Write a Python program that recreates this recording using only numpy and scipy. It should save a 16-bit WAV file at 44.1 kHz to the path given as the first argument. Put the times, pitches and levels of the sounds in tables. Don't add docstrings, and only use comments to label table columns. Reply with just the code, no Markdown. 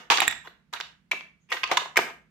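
import sys
import numpy as np
from scipy import signal
from scipy.fft import rfft, irfft, next_fast_len
from scipy.io import wavfile

SR = 44100
rng = np.random.default_rng(int(sys.argv[2]) if len(sys.argv) > 2 else 0)


def master_out(mix):
    frames = np.transpose(np.atleast_2d(mix))
    ceiling = np.clip(frames, -1, 1)
    pcm = np.round(ceiling * 32767).astype(np.int16)
    wavfile.write(sys.argv[1], SR, pcm)


N = 101429
LEAD_S, BLOW_S, REF_S = 0.2, 0.16, 0.01
BANDS_HZ = 31.25 * 2 ** (np.arange(28) / 3)
COHERENT_BELOW_HZ = 1400
# freq_hz, left_minus_right_db
BALANCE = [(100, -13.5), (300, 0), (550, -0.5), (1100, 3.5), (2200, -2), (4000, -2), (8000, 0.5),
           (14000, -3)]


def undb(db):
    return 10 ** (np.asarray(db) / 20)


def curve(points, hz):
    p = np.array(points)
    return np.interp(np.log(hz), np.log(p[:, 0]), p[:, 1])


def fade(t, t60_s):
    return np.exp(-np.log(1000) * t / t60_s)


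def unit(x):
    return x / np.sqrt(np.sum(x ** 2, axis=-1, keepdims=True) + 1e-20)


def panned(pan_db):
    gains = undb(np.array([[pan_db], [-pan_db]]) / 2)
    return gains / np.sqrt(np.mean(gains ** 2))


def band(hz, size, coherent_hz):
    bins_hz = np.fft.rfftfreq(size, 1 / SR) + 1e-3
    shape = np.cos(np.pi / 2 * np.clip(3 * np.log2(bins_hz / hz), -1, 1))
    mid, side = irfft(rfft(rng.standard_normal((2, size))) * shape, size)
    coherence = 1 / (1 + (hz / coherent_hz) ** 2)
    return np.sqrt(1 + coherence) * mid + np.sqrt(1 - coherence) * side * np.array([[1], [-1]])


def add(out, start_s, sound, level_db):
    i = int((start_s + LEAD_S) * SR)
    part = sound[:, :out.shape[1] - i]
    out[:, i:i + part.shape[1]] += part * undb(level_db) * np.sqrt(REF_S * SR)


def ring(t, modes, pan_db, roughness=0):
    out = 0
    attack = 1 - np.exp(-t / 0.00041)
    for hz, db, t60_s in modes:
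        stereo_phase = np.array([[1], [-1]]) * rng.choice([-1, 1]) * min(hz / COHERENT_BELOW_HZ, 1) * 0.6
        wander = np.cumsum(rng.standard_normal(len(t))) * np.sqrt(2 * np.pi * roughness * hz / SR)
        wave = np.sin(2 * np.pi * hz * t + stereo_phase + wander + rng.uniform(0, 2 * np.pi))
        out += undb(db) * wave * fade(t, t60_s) * attack * panned(pan_db + curve(BALANCE, hz))
    return out / np.sqrt(np.sum(out ** 2) / 2)


# freq_hz, band_level_db
RUMBLE_SPECTRUM = [(30, -102), (45, -85.5), (62, -78), (85, -87.5), (125, -82), (160, -70), (200, -72.5),
                   (260, -82), (600, -92.5), (2000, -84.5), (6000, -93), (15000, -101)]
def rumble():
    size = next_fast_len(N)
    noise = sum(undb(curve(RUMBLE_SPECTRUM, hz)) * unit(band(hz, size, 400)) for hz in BANDS_HZ)
    return noise[:, :N] * np.sqrt(size) * panned(-5.5)


# freq_hz, t60_s
TAIL_DECAY = [(150, 0.55), (500, 0.34), (1000, 0.32), (2200, 0.36), (4000, 0.26), (8000, 0.31),
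              (15000, 0.29)]
# freq_hz, gain_db
TAIL_SPECTRUM = [(150, -2.5), (500, -9), (1000, -9), (2200, -8.5), (4000, -5.5), (8000, -9), (15000, -9.5)]
def room(dry):
    early_db, early_t60_s = -10.5, 0.042
    t = np.arange(SR) / SR
    tail_rise = 1 - np.exp(-t / 0.019)
    early_rise = 1 - np.exp(-(t / 0.00033) ** 2)
    response = 0
    for hz in BANDS_HZ:
        tail = unit(band(hz, SR, 730) * fade(t, curve(TAIL_DECAY, hz)) * tail_rise)
        early = unit(band(hz, SR, 1000) * fade(t, early_t60_s) * early_rise)
        width_gain = np.sqrt(0.46 * hz / SR)
        response += width_gain * (undb(curve(TAIL_SPECTRUM, hz)) * tail + undb(early_db) * early)
    return signal.fftconvolve(dry, response, axes=1)[:, :dry.shape[1]]


# start_s, length_s, level_db, centre_hz, width_octaves
RUBS = [(.425, .09, -64.5, 12450, .35), (1.394, 0.081, -71, 6600, .12)]
def rubs(out):
    for start_s, length_s, level_db, centre_hz, width_octaves in RUBS:
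        size = int(length_s * SR)
        bins_hz = np.fft.rfftfreq(size, 1 / SR) + 1
        shape = np.exp(-(np.log2(bins_hz / centre_hz) / width_octaves) ** 2)
        hiss = irfft(rfft(rng.standard_normal((2, size))) * shape, size)
        swell = np.sin(np.pi * np.arange(size) / size)
        add(out, start_s, unit(hiss * swell), level_db)


# start_s, level_db
BUMPS = [(0.101, -60.5), (0.282, -55.5), (0.734, -61), (1.634, -58), (1.715, -61), (1.975, -55)]
def tray_bumps(out, t):
    pitch_hz, t60_s = 64.4, 0.28
    for start_s, level_db in BUMPS:
        add(out, start_s, ring(t, [(pitch_hz, 0, t60_s)], pan_db=-0.5), level_db)


# start_s, level_db, t60_s
CRUMBS = [(.731, -46.5, 0.13), (1.1151, -44, 0.026), (1.502, -53.5, .15), (1.523, -43, 0.35)]
# freq_hz, band_gain_db
FIZZ_SPECTRUM = [(3000, -30.5), (6500, 6), (9500, -3), (13500, 4), (16000, -12)]
def crumbs(out, t, noise):
    spread_db, grain_s = 5.5, 0.00033
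    grain_index = np.arange(len(t)) // int(grain_s * SR)
    gains = undb(curve(FIZZ_SPECTRUM, BANDS_HZ))
    for start_s, level_db, t60_s in CRUMBS:
        i = rng.integers(SR - len(t))
        fizz = sum(gain * unit(hiss[:, i:i + len(t)]) for gain, hiss in zip(gains, noise))
        grains = undb(spread_db * rng.standard_normal(len(t)))[grain_index]
        crunch = unit(fizz * grains * fade(t, t60_s))
        add(out, start_s, crunch * panned(curve(BALANCE, 12000)), level_db)


# start_s, length_s, end_level_db, centre_hz
SCRAPES = [(0.427, 0.033, -45, 913), (1.485, 0.041, -36, 2548), (1.681, .028, -33, 1017),
           (2.032, 0.057, -40.5, 1170)]
def scrapes(out, t, noise):
    slips_per_s, spread_db = 2700, 8
    for start_s, length_s, level_db, centre_hz in SCRAPES:
        slips = rng.random(len(t)) < slips_per_s / SR
        strength = undb(spread_db * rng.standard_normal(len(t)))
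        ramp = (t < length_s) * t / length_s
        grain = knock(t, noise, centre_hz, thud_db=3.5, grit_db=-2, t60_s=0.048, pan_db=-2)
        scrape = unit(signal.fftconvolve(grain, (slips * strength * ramp)[None], axes=1))
        add(out, start_s, scrape * np.sqrt(length_s / REF_S / np.pi), level_db)


# start_s, level_db, place_0_to_1, pan_db
CLINKS = [(0.2032, -17.5, 0, -8), (0.273, -39.5, 0.4, -5), (0.2786, -17, 0.8, -6), (.311, -32, 0.7, 1)]
# freq_hz, gain_at_place_0_db, gain_at_place_1_db, t60_s
CLINK_MODES = [(1756, -10, -9, 0.0069), (1861, -6.5, 10, 0.014), (2220, 11, 8, 0.0062),
               (2560, 3, -12.5, 0.0086), (3600, -10.5, -9, 0.031), (3773, 0, -8, 0.031),
               (7510, -18.5, -9.5, 0.004), (7680, -9, -4.5, 0.01), (7480, -5.5, 2, 0.024),
               (10920, -6, -11, 0.016), (11180, -11, -16.5, 0.011), (13770, -25.5, -8.5, 0.014),
               (14900, -8.5, -10.5, .013)]
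# freq_hz, gain_db, t60_s
RIM_MODES = [(1870, -0.5, .3), (2150, -7.5, .28), (3470, 1.5, .3), (3650, -9.5, 0.26), (3880, -7.5, 0.54)]
def rim_clinks(out, t, long_t, noise):
    tick_db, rim_db = -14, -19
    for start_s, level_db, place, pan_db in CLINKS:
        modes = [(hz, db0 + (db1 - db0) * place, t60_s) for hz, db0, db1, t60_s in CLINK_MODES]
        tick = knock(t, noise, clack_hz=2210, thud_db=1.5, grit_db=10, t60_s=0.0099, pan_db=pan_db)
        clink = ring(t, modes, pan_db, roughness=0.0096) + undb(tick_db) * tick
        add(out, start_s, clink, level_db)
        add(out, start_s, ring(long_t, RIM_MODES, pan_db), level_db + rim_db)


# start_s, pitch_hz, level_db, t60_s, pan_db
POT_RINGS = [(0.4788, 3516, -53.5, 0.026, 0), (0.8091, 3360, -39, 0.009, 1),
             (1.1153, 2292, -20.5, 0.051, -2), (1.52, 498, -38, 0.09, 2), (1.521, 1880, -24.5, 0.072, 1),
             (1.6339, 1055, -29.5, 0.18, 3.5), (1.7133, 539, -25, 0.054, 3),
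             (1.72, 818, -26.5, 0.036, -3.5), (1.772, 972, -25.5, 0.065, -0.5),
             (1.969, 2103, -18.5, 0.0064, -0.5), (1.9736, 1555, -17, 0.019, 0.5),
             (1.975, 2344, -21, 0.009, -2.5)]
# pitch_ratio, gain_db, t60_ratio
POT_MODES = [(1, 2, 0.78), (1.06, -2.5, 0.25), (1.17, -2.5, 0.8), (1.72, -13, 0.64), (3.02, -27.5, 0.4)]
def pot_rings(out, t):
    for start_s, pitch_hz, level_db, t60_s, pan_db in POT_RINGS:
        modes = [(pitch_hz * ratio, db, t60_s * t60_ratio) for ratio, db, t60_ratio in POT_MODES]
        add(out, start_s, ring(t, modes, pan_db, roughness=0.0074), level_db)


# freq_hz, band_gain_db
CLAY_SPECTRUM = [(30, -59.5), (80, -45), (150, -26.5), (280, -19), (420, -9.5), (700, -6.5), (1100, 0),
                 (1400, -0.5), (2400, 2.5), (3700, -1.5), (5000, -5.5), (7300, -4), (9200, -29),
                 (13500, -18), (16000, -32)]
def knock(t, noise, clack_hz, thud_db, grit_db, t60_s, pan_db):
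    clack_db, clack_octaves, thud_hz, grit_hz, scatter_db = 9, 0.46, 790, 4800, 2.5
    spectrum_db = curve(CLAY_SPECTRUM, BANDS_HZ)
    spectrum_db += clack_db * np.exp(-(np.log2(BANDS_HZ / clack_hz) / clack_octaves) ** 2)
    spectrum_db += thud_db / (1 + (BANDS_HZ / thud_hz) ** 4)
    spectrum_db += grit_db / (1 + (grit_hz / BANDS_HZ) ** 4)
    spectrum_db += scatter_db * rng.standard_normal(len(BANDS_HZ))
    out, i = 0, rng.integers(SR - len(t))
    for hz, gain, modes in zip(BANDS_HZ, unit(undb(spectrum_db)), noise):
        rise_s = 0.86 / hz + 0.013 * t60_s
        attack = 1 - np.exp(-(t / rise_s) ** 2)
        decay = fade(t, t60_s * max(2 * thud_hz / hz, 1) ** 0.16)
        out += gain * unit(modes[:, i:i + len(t)] * attack * decay) * panned(pan_db + curve(BALANCE, hz))
    return out


# start_s, level_db, clack_hz, thud_db, grit_db, t60_s, pan_db
KNOCKS = [(-.07, -24.5, 1390, 7, 3.5, 0.055, -2.5), (0.1008, -19, 1300, 2.5, 3.5, 0.029, -1.5),
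          (.1016, -15.5, 2960, -4, -1, .011, -3), (0.1065, -15.5, 1020, -9.5, 4.5, 0.09, -2),
          (.112, -21, 3470, -2.5, 6, 0.16, -4), (.117, -17, 1040, -6.5, 1, 0.098, 1.5),
          (.137, -23.5, 3080, -18.5, 11.5, 0.18, -1.5), (0.172, -23, 3800, -21.5, 6, 0.021, -6),
          (0.181, -21.5, 1330, 4.5, -0.5, 0.058, 0.5), (0.217, -21, 2550, -7.5, 5.5, 0.097, 0),
          (.2178, -21, 900, 3, 0.5, 0.042, -1), (0.232, -29.5, 3200, -19, 10, 0.051, -1.5),
          (.297, -34, 1920, -10, 8, 0.13, -0.5), (0.3247, -33.5, 1930, -5, 5, 0.031, -2),
          (0.4715, -40, 1700, 9, -4.5, 0.032, -3), (.727, -39.5, 1200, 8.5, 3, 0.058, 2.5),
          (.733, -31.5, 1240, -3.5, 1, 0.13, -2), (0.737, -33, 3530, -8, 5.5, 0.0073, -11),
          (0.759, -37, 1660, -6, -2, 0.093, -6), (0.8007, -34, 1790, 0, 8.5, 0.025, -2),
          (0.8093, -32, 3660, -1.5, -6, 0.015, -3), (1.1122, -34, 1700, 3, 5, 0.051, 0.5),
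          (1.116, -24, 2600, -12.5, -1.5, 0.04, -2.5), (1.128, -35, 1060, 16, -3, 0.05, 0),
          (1.208, -42.5, 3095, -8, -8, 0.01, -1), (1.5178, -26, 1500, -11.5, -4.5, 0.038, -1.5),
          (1.5235, -27, 2940, -1, 2.5, 0.062, 0.5), (1.538, -35, 1220, 8.5, 9, 0.082, -2),
          (1.567, -32, 1390, -9.5, -14.5, 0.055, -3.5), (1.6326, -23.5, 2160, -18.5, -5, 0.032, -2.5),
          (1.6376, -24.5, 3170, -6.5, -3, 0.027, -2), (1.675, -44.5, 6500, 7, 1, 0.017, 2.5),
          (1.7128, -18.5, 850, -1.5, -1.5, 0.072, -1), (1.732, -32, 735, 0, 5.5, 0.053, -2.5),
          (1.7708, -18.5, 2580, -17.5, -1.5, 0.017, -4.5), (1.7731, -21, 980, -6, 3.5, 0.026, -1),
          (1.817, -40, 1130, 17.5, -9, 0.02, -2.5), (1.856, -38.5, 990, 4.5, -7, 0.033, -1.5),
          (1.9577, -28, 1070, -9.5, -3.5, 0.074, 2.5), (1.97, -25, 2190, -1, 18.5, 0.0093, -1.5),
          (1.973, -18, 1916, 9.5, 14.5, 0.026, -1.5), (1.979, -28.5, 593, 11, 6.5, 0.063, -1.5),
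          (1.989, -21.5, 1110, 9, -23, 0.021, -1), (2.099, -42, 800, -3, -12, 0.039, -1)]
def slab_knocks(out, t, noise):
    for start_s, level_db, *contact in KNOCKS:
        add(out, start_s, knock(t, noise, *contact), level_db)


def scene():
    clay, rim, tray = np.zeros((3, 2, N + int(LEAD_S * SR)))
    t = np.arange(int(BLOW_S * SR)) / SR
    long_t = np.arange(SR) / SR
    noise = [band(hz, SR, COHERENT_BELOW_HZ) for hz in BANDS_HZ]
    slab_knocks(clay, t, noise)
    pot_rings(clay, t)
    scrapes(clay, t, noise)
    rubs(clay)
    crumbs(clay, t, noise)
    tray_bumps(tray, long_t)
    rim_clinks(rim, t, long_t, noise)
    body = signal.sosfilt(signal.butter(2, 170, "high", fs=SR, output="sos"), clay) + tray
    rim_send = undb(-1.5) * signal.sosfilt(signal.butter(1, 5500, fs=SR, output="sos"), rim)
    return (body + rim + room(body + rim_send))[:, -N:] + rumble()


def record(dry):
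    ceiling, top_hz = 0.95, 15800
    rounded = dry / (1 + (dry / ceiling) ** 8) ** (1 / 8)
    return signal.sosfilt(signal.ellip(8, 0.2, 80, top_hz, fs=SR, output="sos"), rounded)


dry = scene()
out = record(dry)
master_out(out)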